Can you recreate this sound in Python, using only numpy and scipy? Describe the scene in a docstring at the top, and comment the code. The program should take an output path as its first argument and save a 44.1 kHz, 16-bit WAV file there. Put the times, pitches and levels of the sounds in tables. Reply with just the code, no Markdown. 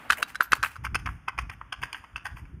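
"""On an asphalt road, a horse canters close past and away. Each hoof lands in a few quick contacts
(heel, toe, a skip) that ring its hollow horn and crush grit; some hooves scuff along the road.
Buildings and trees answer faintly, and gusts rumble on a nearly mono microphone."""
import sys
import numpy as np
from scipy import signal
from scipy.fft import rfft, irfft, next_fast_len
from scipy.io import wavfile
from scipy.ndimage import uniform_filter1d, map_coordinates

SR = 44100
rng = np.random.default_rng(int(sys.argv[2]) if len(sys.argv) > 2 else 0)


def waveform_to_disk(signal):
    """Save audio, clipped to [-1, 1], as 16-bit WAV at the path in sys.argv[1]."""
    frames = np.transpose(np.atleast_2d(signal))
    scaled = np.clip(frames, -1, 1) * 32767
    samples = np.round(scaled).astype(np.int16)
    wavfile.write(sys.argv[1], SR, samples)


N = 114660


def amp(db):
    """Decibels to gain."""
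    return 10 ** (np.asarray(db) / 20)


def unit(x):
    """Scale to rms 1."""
    return x / np.sqrt(np.mean(x ** 2) + 1e-20)


def along(points, hz):
    """Read (Hz, value) points on a log frequency axis."""
    freqs, values = np.transpose(points)
    return np.interp(np.log(hz + 1), np.log(freqs + 1), values)


def curve(rows):
    """Automation: (seconds, value) points to one value per sample."""
    return np.interp(np.arange(N) / SR, *np.transpose(rows))


def filtered(x, response):
    """Equalise x with a gain given as a function of frequency."""
    size = next_fast_len(N + SR // 2)
    return irfft(rfft(x, size) * response(np.fft.rfftfreq(size, 1 / SR)), size)[..., :N]


def noise(spectrum):
    """Noise of rms 1, coloured by (Hz, dB) points."""
    return unit(filtered(rng.standard_normal(N), lambda hz: amp(along(spectrum, hz))))


def fade(t, t60):
    """Exponential decay, 60 dB down after t60 seconds."""
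    return np.exp(-np.log(1000) * t / np.maximum(t60, 1e-3))


def add(track, start, sound):
    """Mix a sound into the track at start seconds."""
    part = track[max(round(start * SR), 0):][:len(sound)]
    part += sound[:len(part)]


def grainy(x, grains_per_s=700, spread_db=4.5):
    """Break a noise into grains of random strength."""
    strengths = map_coordinates(rng.standard_normal(N), [np.arange(N) * grains_per_s / SR], order=1)
    return unit(x * amp(spread_db * strengths))


def strokes(rows, rise_s=0.0058, fall_db=16.5):
    """Envelope of slides from (start, length, dB) rows: a quick rise, then a rounded fall."""
    envelope = np.zeros(N)
    t = np.arange(SR // 4) / SR
    for start, length, db in rows:
        add(envelope, start, (1 - np.exp(-t / rise_s)) * amp(db - fall_db * (t / length) ** 2))
    return envelope


def ringing(modes, t, detune, pitch=1):
    """Damped modes whose level, tuning and phase differ at every blow."""
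    ring = np.zeros(len(t))
    for (freq, db, t60), force, drift, phase in zip(modes, *rng.standard_normal((3, len(modes)))):
        hz = pitch * freq * (1 + detune * drift)
        ring += amp(db + 2 * force) * np.sin(2 * np.pi * (hz * t + phase)) * fade(t, t60)
    return unit(ring)


def air():
    """A soft bed of outdoor noise."""
    # Each row: frequency in Hz, level in dB.
    colour = [(30, -15), (150, -0.5), (280, 5), (380, -8), (700, -4), (1300, 3), (2800, -6), (4200, -20.5),
              (6000, -26), (10000, -23.5), (15000, -27.5)]
    # Each row: time in seconds, level in dB before the trim.
    levels = [(0.0, -43.5), (0.57, -55.5), (1.11, -57.5), (1.76, -56.5), (1.87, -50), (2.23, -58.5),
              (2.48, -58.5), (2.6, -64)]
    return amp(curve(levels) - 4.5) * noise(colour)


def wind():
    """Gusts rumble on the microphone."""
    # Each row: time in seconds, level in dB.
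    gusts = [(0.0, -66), (0.05, -71), (0.11, -48.5), (0.29, -64), (0.3, -58), (0.49, -61), (0.53, -43),
             (0.56, -56), (0.59, -42), (0.75, -60), (0.81, -39.5), (0.91, -41), (0.93, -30.5),
             (0.98, -40.5), (1.1, -33), (1.22, -53.5), (1.36, -49), (1.43, -40), (1.53, -47), (1.57, -47.5),
             (1.6, -53), (1.64, -52.5), (1.77, -56.5), (1.82, -42), (1.86, -45.5), (1.88, -67), (2.01, -57),
             (2.08, -68), (2.16, -48), (2.27, -53), (2.35, -40), (2.38, -48), (2.43, -40), (2.48, -46.5),
             (2.56, -37), (2.6, -42.5)]
    # Each row: frequency in Hz, level in dB.
    rumble = [(20, -27), (40, -10.5), (52, 1.5), (63, 3), (80, -3.5), (115, -6), (150, -11), (220, -22),
              (300, -24), (400, -34), (800, -74)]
    return amp(curve(gusts)) * noise(rumble)


def reflections(horse, wetter_db_per_s=6):
    """Walls and trunks return scatter, echoes and a faint tail; the mix gets wetter as the horse recedes."""
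    # Decay of the tail. Each row: frequency in Hz, t60 in seconds.
    decay = [(200, 1), (1500, 0.46), (3000, 0.3), (6000, 1), (13000, 0.9)]
    hz, t, spectrum = signal.stft(rng.standard_normal(SR), SR, nperseg=256)
    tail = signal.istft(spectrum * fade(t, along(decay, hz)[:, None]), SR, nperseg=256)[1][:SR]
    scatter = rng.standard_normal(SR) * fade(np.arange(SR) / SR, t60=0.05)
    delays_s = rng.uniform(0.016, 0.11, size=7)
    echoes = np.bincount((delays_s * SR).astype(int), 1 / delays_s, SR)  # later ones are weaker
    echoes = uniform_filter1d(echoes, size=5)  # soften their top end
    response = sum(amp(db) * part / np.linalg.norm(part)
                   for db, part in [(-26.5, tail), (-21, scatter), (-33.5, echoes)])
    send = amp(wetter_db_per_s * np.arange(N) / SR)
    return signal.fftconvolve(horse * send, response)[:N]


def grit():
    """Crushed grit: bright, grainy noise."""
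    # Each row: frequency in Hz, level in dB.
    colour = [(1500, -43.5), (3000, 0.5), (4500, 0), (6000, -2.5), (8000, -7), (10000, -4.5),
              (13000, -19.5), (15500, -30)]
    return grainy(noise(colour))


def rubs():
    """Soft, low rubs between the steps."""
    # Each row: start in seconds, length in seconds, level in dB.
    slides = [(.048, 0.027, -45.5), (.178, 0.06, -42), (.399, 0.0042, -25), (.511, 0.012, -44.5),
              (.56, 0.015, -46.5)]
    # Each row: frequency in Hz, level in dB.
    colour = [(200, -29.5), (450, -0.5), (600, 5), (900, -2), (1300, -12), (2500, -33.5)]
    return strokes(slides) * noise(colour)


def scrapes():
    """A dragging hoof makes a thin, bright scrape."""
    # Each row: start in seconds, length in seconds, level in dB.
    drags = [(.422, 0.038, -40), (.503, 0.025, -58)]
    # Each row: frequency in Hz, level in dB.
    colour = [(7000, -19.5), (11500, -16.5), (12500, 7), (13300, -3.5), (14500, -13.5)]
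    return strokes(drags) * grainy(noise(colour))


def scuffs():
    """A sliding hoof rasps on the road and sprays hissing grit."""
    # Each row: start in seconds, length in seconds, rasp in dB, hiss in dB.
    slides = [(0.093, 0.024, -42, -42), (0.115, 0.034, -31, -41), (0.168, 0.033, -36, -73),
              (0.198, 0.015, -34, -59), (0.22, 0.019, -33, -46), (0.276, 0.051, -45.5, -56.5),
              (0.418, 0.046, -44, -49), (0.546, 0.032, -38.5, -45.5), (0.627, 0.063, -32, -45.5),
              (0.704, 0.065, -49, -60), (0.837, 0.039, -38, -47), (0.986, 0.021, -43.5, -47.5),
              (1.058, 0.12, -50.5, -75), (1.387, 0.043, -45.5, -50), (1.514, 0.034, -44, -75),
              (1.815, 0.05, -39, -46), (1.951, 0.051, -46, -58), (2.243, 0.046, -41.5, -58),
              (2.36, 0.053, -46.5, -62)]
    # Each row: frequency in Hz, level in dB.
    rasp_colour = [(300, -74), (800, 1), (1200, -2.5), (1700, 2), (2200, 2.5), (2900, -3.5), (4200, -28.5),
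                   (8000, -13)]
    rasp = strokes([(start, length, db) for start, length, db, _ in slides]) * grainy(noise(rasp_colour))
    hiss = strokes([(start, length, db) for start, length, _, db in slides]) * grit()
    return rasp + hiss


def thuds(peak_s=0.0006, hz=300):
    """The weight of the heaviest steps thumps the road."""
    # Each row: start in seconds, envelope peak in dB.
    steps = [(0.5309, -20.5), (.954, -26.5), (1.387, -42.5), (1.834, -38.5)]
    track = np.zeros(N)
    t = np.arange(SR // 20) / SR
    thud = t / peak_s * np.exp(1 - t / peak_s) * np.cos(2 * np.pi * hz * t)
    for start, db in steps:
        add(track, start, amp(db) * thud)
    return track


def hooves(attack_s=0.00061, push_s=0.00079, brush_lead_s=0.0084, knock_db_per_s=4):
    """Each contact brushes and strikes the road, rings the hoof's hollow, wall and rim, and cracks grit."""
    # Each row: start in seconds, hollow pitch in Hz, wall pitch in Hz, relative levels of clop,
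    # clack and grit in dB, ring time of the hollow in seconds.
    contacts = [(0.1016, 1432, 2430, -13.5, -21.5, -37, 0.023),
                (0.1059, 1495, 2590.0, -19, -19, -31, 0.033),
                (0.1219, 1660, 3170.0, -26.0, -30.0, -33, 0.023),
                (0.1296, 1520.0, 2980.0, -26.5, -29, -34.5, 0.03),
                (0.227, 1456, 2695, -20.0, -22.5, -30.0, 0.02),
                (0.347, 1520, 2850.0, -43.5, -47, -50.5, 0.034),
                (0.3547, 1560, 2260, -33, -35.5, -39.5, 0.036),
                (0.407, 1444, 2910, -11.5, -28.0, -36.5, 0.017),
                (0.4213, 1360, 2850, -28.5, -50.0, -50, 0.022),
                (0.52, 1790, 2650, -19.5, -24.5, -32.5, 0.014), (0.5269, 1510, 3090, -21, -25, -44, 0.014),
                (0.5315, 1405, 2550, -12, -20.5, -35, 0.017), (0.6288, 1594, 2460, -25, -27.5, -35, 0.026),
                (0.6356, 1340, 2454, -21.5, -24.5, -42.5, 0.025),
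                (0.6465, 1460, 2610.0, -31, -28, -65, 0.054), (0.6601, 1570, 2480, -32, -32.5, -60, 0.03),
                (0.757, 1340, 2770, -40, -56, -59, 0.024), (0.7637, 1427, 2580, -38.5, -46.5, -52.5, 0.026),
                (0.8444, 988, 2610, -33.5, -54, -57, 0.022), (0.8495, 1440, 2215, -33, -30.5, -39.5, 0.014),
                (0.8539, 1280, 2400, -36.5, -32.5, -53, 0.016), (0.8665, 1355, 2580, -32, -40, -58, 0.024),
                (0.9459, 1410, 2460, -31, -25.5, -34, 0.024),
                (0.9536, 1446, 2755, -23, -28.5, -31.5, 0.019),
                (0.9576, 1426, 2595, -31.5, -24.0, -45, 0.028),
                (1.0587, 1350, 2520, -31, -36.5, -43.5, 0.0085),
                (1.0627, 1310, 2210, -34, -31, -44.5, 0.014),
                (1.0728, 1350, 2270, -24, -42.0, -55.0, 0.011),
                (1.0896, 1330, 2280, -32.0, -54, -58, 0.013),
                (1.2805, 1090, 2450, -22.5, -31.5, -51, 0.009),
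                (1.2831, 1380, 2606, -28.5, -27, -42.0, 0.012),
                (1.2931, 1160, 2010, -32.5, -30.5, -61, 0.017),
                (1.3785, 1040, 2400.0, -33.5, -34.5, -45, 0.013),
                (1.3869, 1410, 2424, -24, -26.5, -40.5, 0.011), (1.3903, 1230, 2520, -28, -34, -46, 0.012),
                (1.4963, 1450, 2420.0, -36, -37, -50.5, 0.0072),
                (1.4985, 1286, 2420, -33.5, -39.0, -52.5, 0.0068),
                (1.5146, 1340, 2850, -43, -51, -76, 0.012), (1.613, 1156, 2470, -35.5, -69, -72, 0.021),
                (1.724, 1453, 3160, -32, -33, -45, 0.019), (1.7266, 1500, 2860, -30, -30, -41, 0.018),
                (1.7392, 1350, 2800, -40.0, -41, -55, 0.015), (1.819, 1760, 2690, -47, -47, -59.0, 0.015),
                (1.8282, 1640, 2780, -31, -31, -50, 0.012),
                (1.8342, 1646, 2670.0, -28.5, -29.5, -40.5, 0.019),
                (1.9287, 1500, 2520, -35.5, -32, -39, 0.0084),
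                (1.9454, 1644, 2710, -36.5, -36, -52.0, 0.025), (1.9528, 1500, 2510, -47, -44, -56.0, 0.02),
                (2.039, 970, 2620, -46.5, -61, -62, 0.022), (2.045, 1260, 3060, -44.5, -52.5, -66.0, 0.012),
                (2.1592, 1436, 2626, -34, -28.5, -52, 0.022),
                (2.1638, 1420.0, 2730, -56, -41.0, -48.5, 0.02), (2.1778, 1440, 2660, -46, -45, -54, 0.01),
                (2.2547, 1630, 2930, -30.5, -39.5, -45, 0.009),
                (2.2653, 1580, 2560, -35.5, -42.0, -46, 0.016),
                (2.3687, 1550.0, 2390.0, -49.5, -43.5, -68, 0.014),
                (2.4534, 1464, 2300, -53, -52.5, -69, 0.012)]
    # The hollow's clop. Each row: pitch multiple, level in dB, t60 as a share of the ring time.
    hollow_modes = [(.79, -6.5, 0.65), (.98, 1.5, 0.66), (1.16, -2.5, 0.55)]
    # The hard wall's clack. Each row: pitch multiple, level in dB, t60 in seconds.
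    wall_modes = [(.83, 0.5, 0.011), (1, 3.5, 0.018), (1.15, -5.5, 0.017), (1.3, -12, 0.017)]
    # The rim's high partials. Each row: frequency in Hz, level in dB, t60 in seconds.
    rim_modes = [(4042, 0.5, 0.048), (5114, -3.5, 0.033), (6460, -9.5, 0.0085), (9380, -6, 0.018),
                 (12730, -5, .02)]
    # The road's dull crunch. Each row: frequency in Hz, level in dB.
    knock_colour = [(100, -26.5), (400, -18), (550, -16), (750, -3.5), (1000, 3.5), (1700, 1.5),
                    (2200, -3.5), (3200, -17), (4200, -38)]
    ring, knock_envelope, crack_envelope = np.zeros((3, N))
    t = np.arange(SR // 20) / SR
    rise = 1 - np.exp(-t / attack_s)
    push = (1 - t / push_s) * t / push_s * np.exp(1 - 2 * t / push_s)  # one pressure swing
    brush = (t < brush_lead_s) * fade(np.abs(brush_lead_s - t), t60=0.013)  # swells into the landing
    for start, hollow_hz, wall_hz, clop_db, clack_db, grit_db, ring_s in contacts:
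        clop = np.zeros(len(t))
        for k, (ratio, db, share) in enumerate(hollow_modes):
            polarity = (-1) ** (k + 1)
            clop += polarity * amp(db) * np.sin(2 * np.pi * hollow_hz * ratio * t) * fade(t, ring_s * share)
        clack = amp(clack_db - 10) * ringing(wall_modes, t, detune=0.021, pitch=wall_hz)
        rim = amp(grit_db - 11) * ringing(rim_modes, t, detune=0.062)
        add(ring, start, amp(clop_db + 9.5) * clop + amp(clop_db - 3.5) * push + rise * (clack + rim))
        knock_db = clop_db - 6.5 + knock_db_per_s * start  # later steps have more crunch for their clop
        add(knock_envelope, start, amp(knock_db) * rise * fade(t, t60=0.029))
        add(knock_envelope, start - brush_lead_s, amp(clop_db - 10.5) * brush)
        add(crack_envelope, start, amp(grit_db + 6.5) * rise * fade(t, t60=0.026))
    return ring + knock_envelope * noise(knock_colour) + crack_envelope * grit()


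def scene(away_s=0.8):
    """Horse, reflections, wind and air; the treble of the mix is notched once the horse is far."""
    # Each row: frequency in Hz, gain in dB.
    far_colour = [(3000, 0.5), (3450, -0.5), (3950, -22), (4250, -15), (4800, -2), (5700, -3.5), (6600, 0),
                  (7800, -18), (8800, -2), (10200, -4), (11500, -15.5), (12600, -4.5), (14300, -8),
                  (15500, -25)]
    # Only the treble has a little width. Each row: frequency in Hz, side over mid in dB.
    width = [(100, -57), (2500, -73), (4500, -30.5), (9000, -13.5), (15000, -21)]
    horse = hooves() + thuds() + scuffs() + scrapes() + rubs()
    near = horse + reflections(horse) + wind() + air()
    far = filtered(near, lambda hz: amp(along(far_colour, hz)))
    crossfade = curve([(away_s - 0.1, 0), (away_s, 1)])
    mid = near + (far - near) * crossfade
    side = filtered(mid, lambda hz: 1j * amp(along(width, hz)))  # a quarter cycle out of phase
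    return np.array([mid + side, mid - side])


def record(dry, top_hz=15450):
    """A steep low-pass keeps nothing above the recorder's band limit."""
    return filtered(dry, lambda hz: 1 / np.sqrt(1 + (hz / top_hz) ** 160))


dry = scene()
out = record(dry)
waveform_to_disk(out)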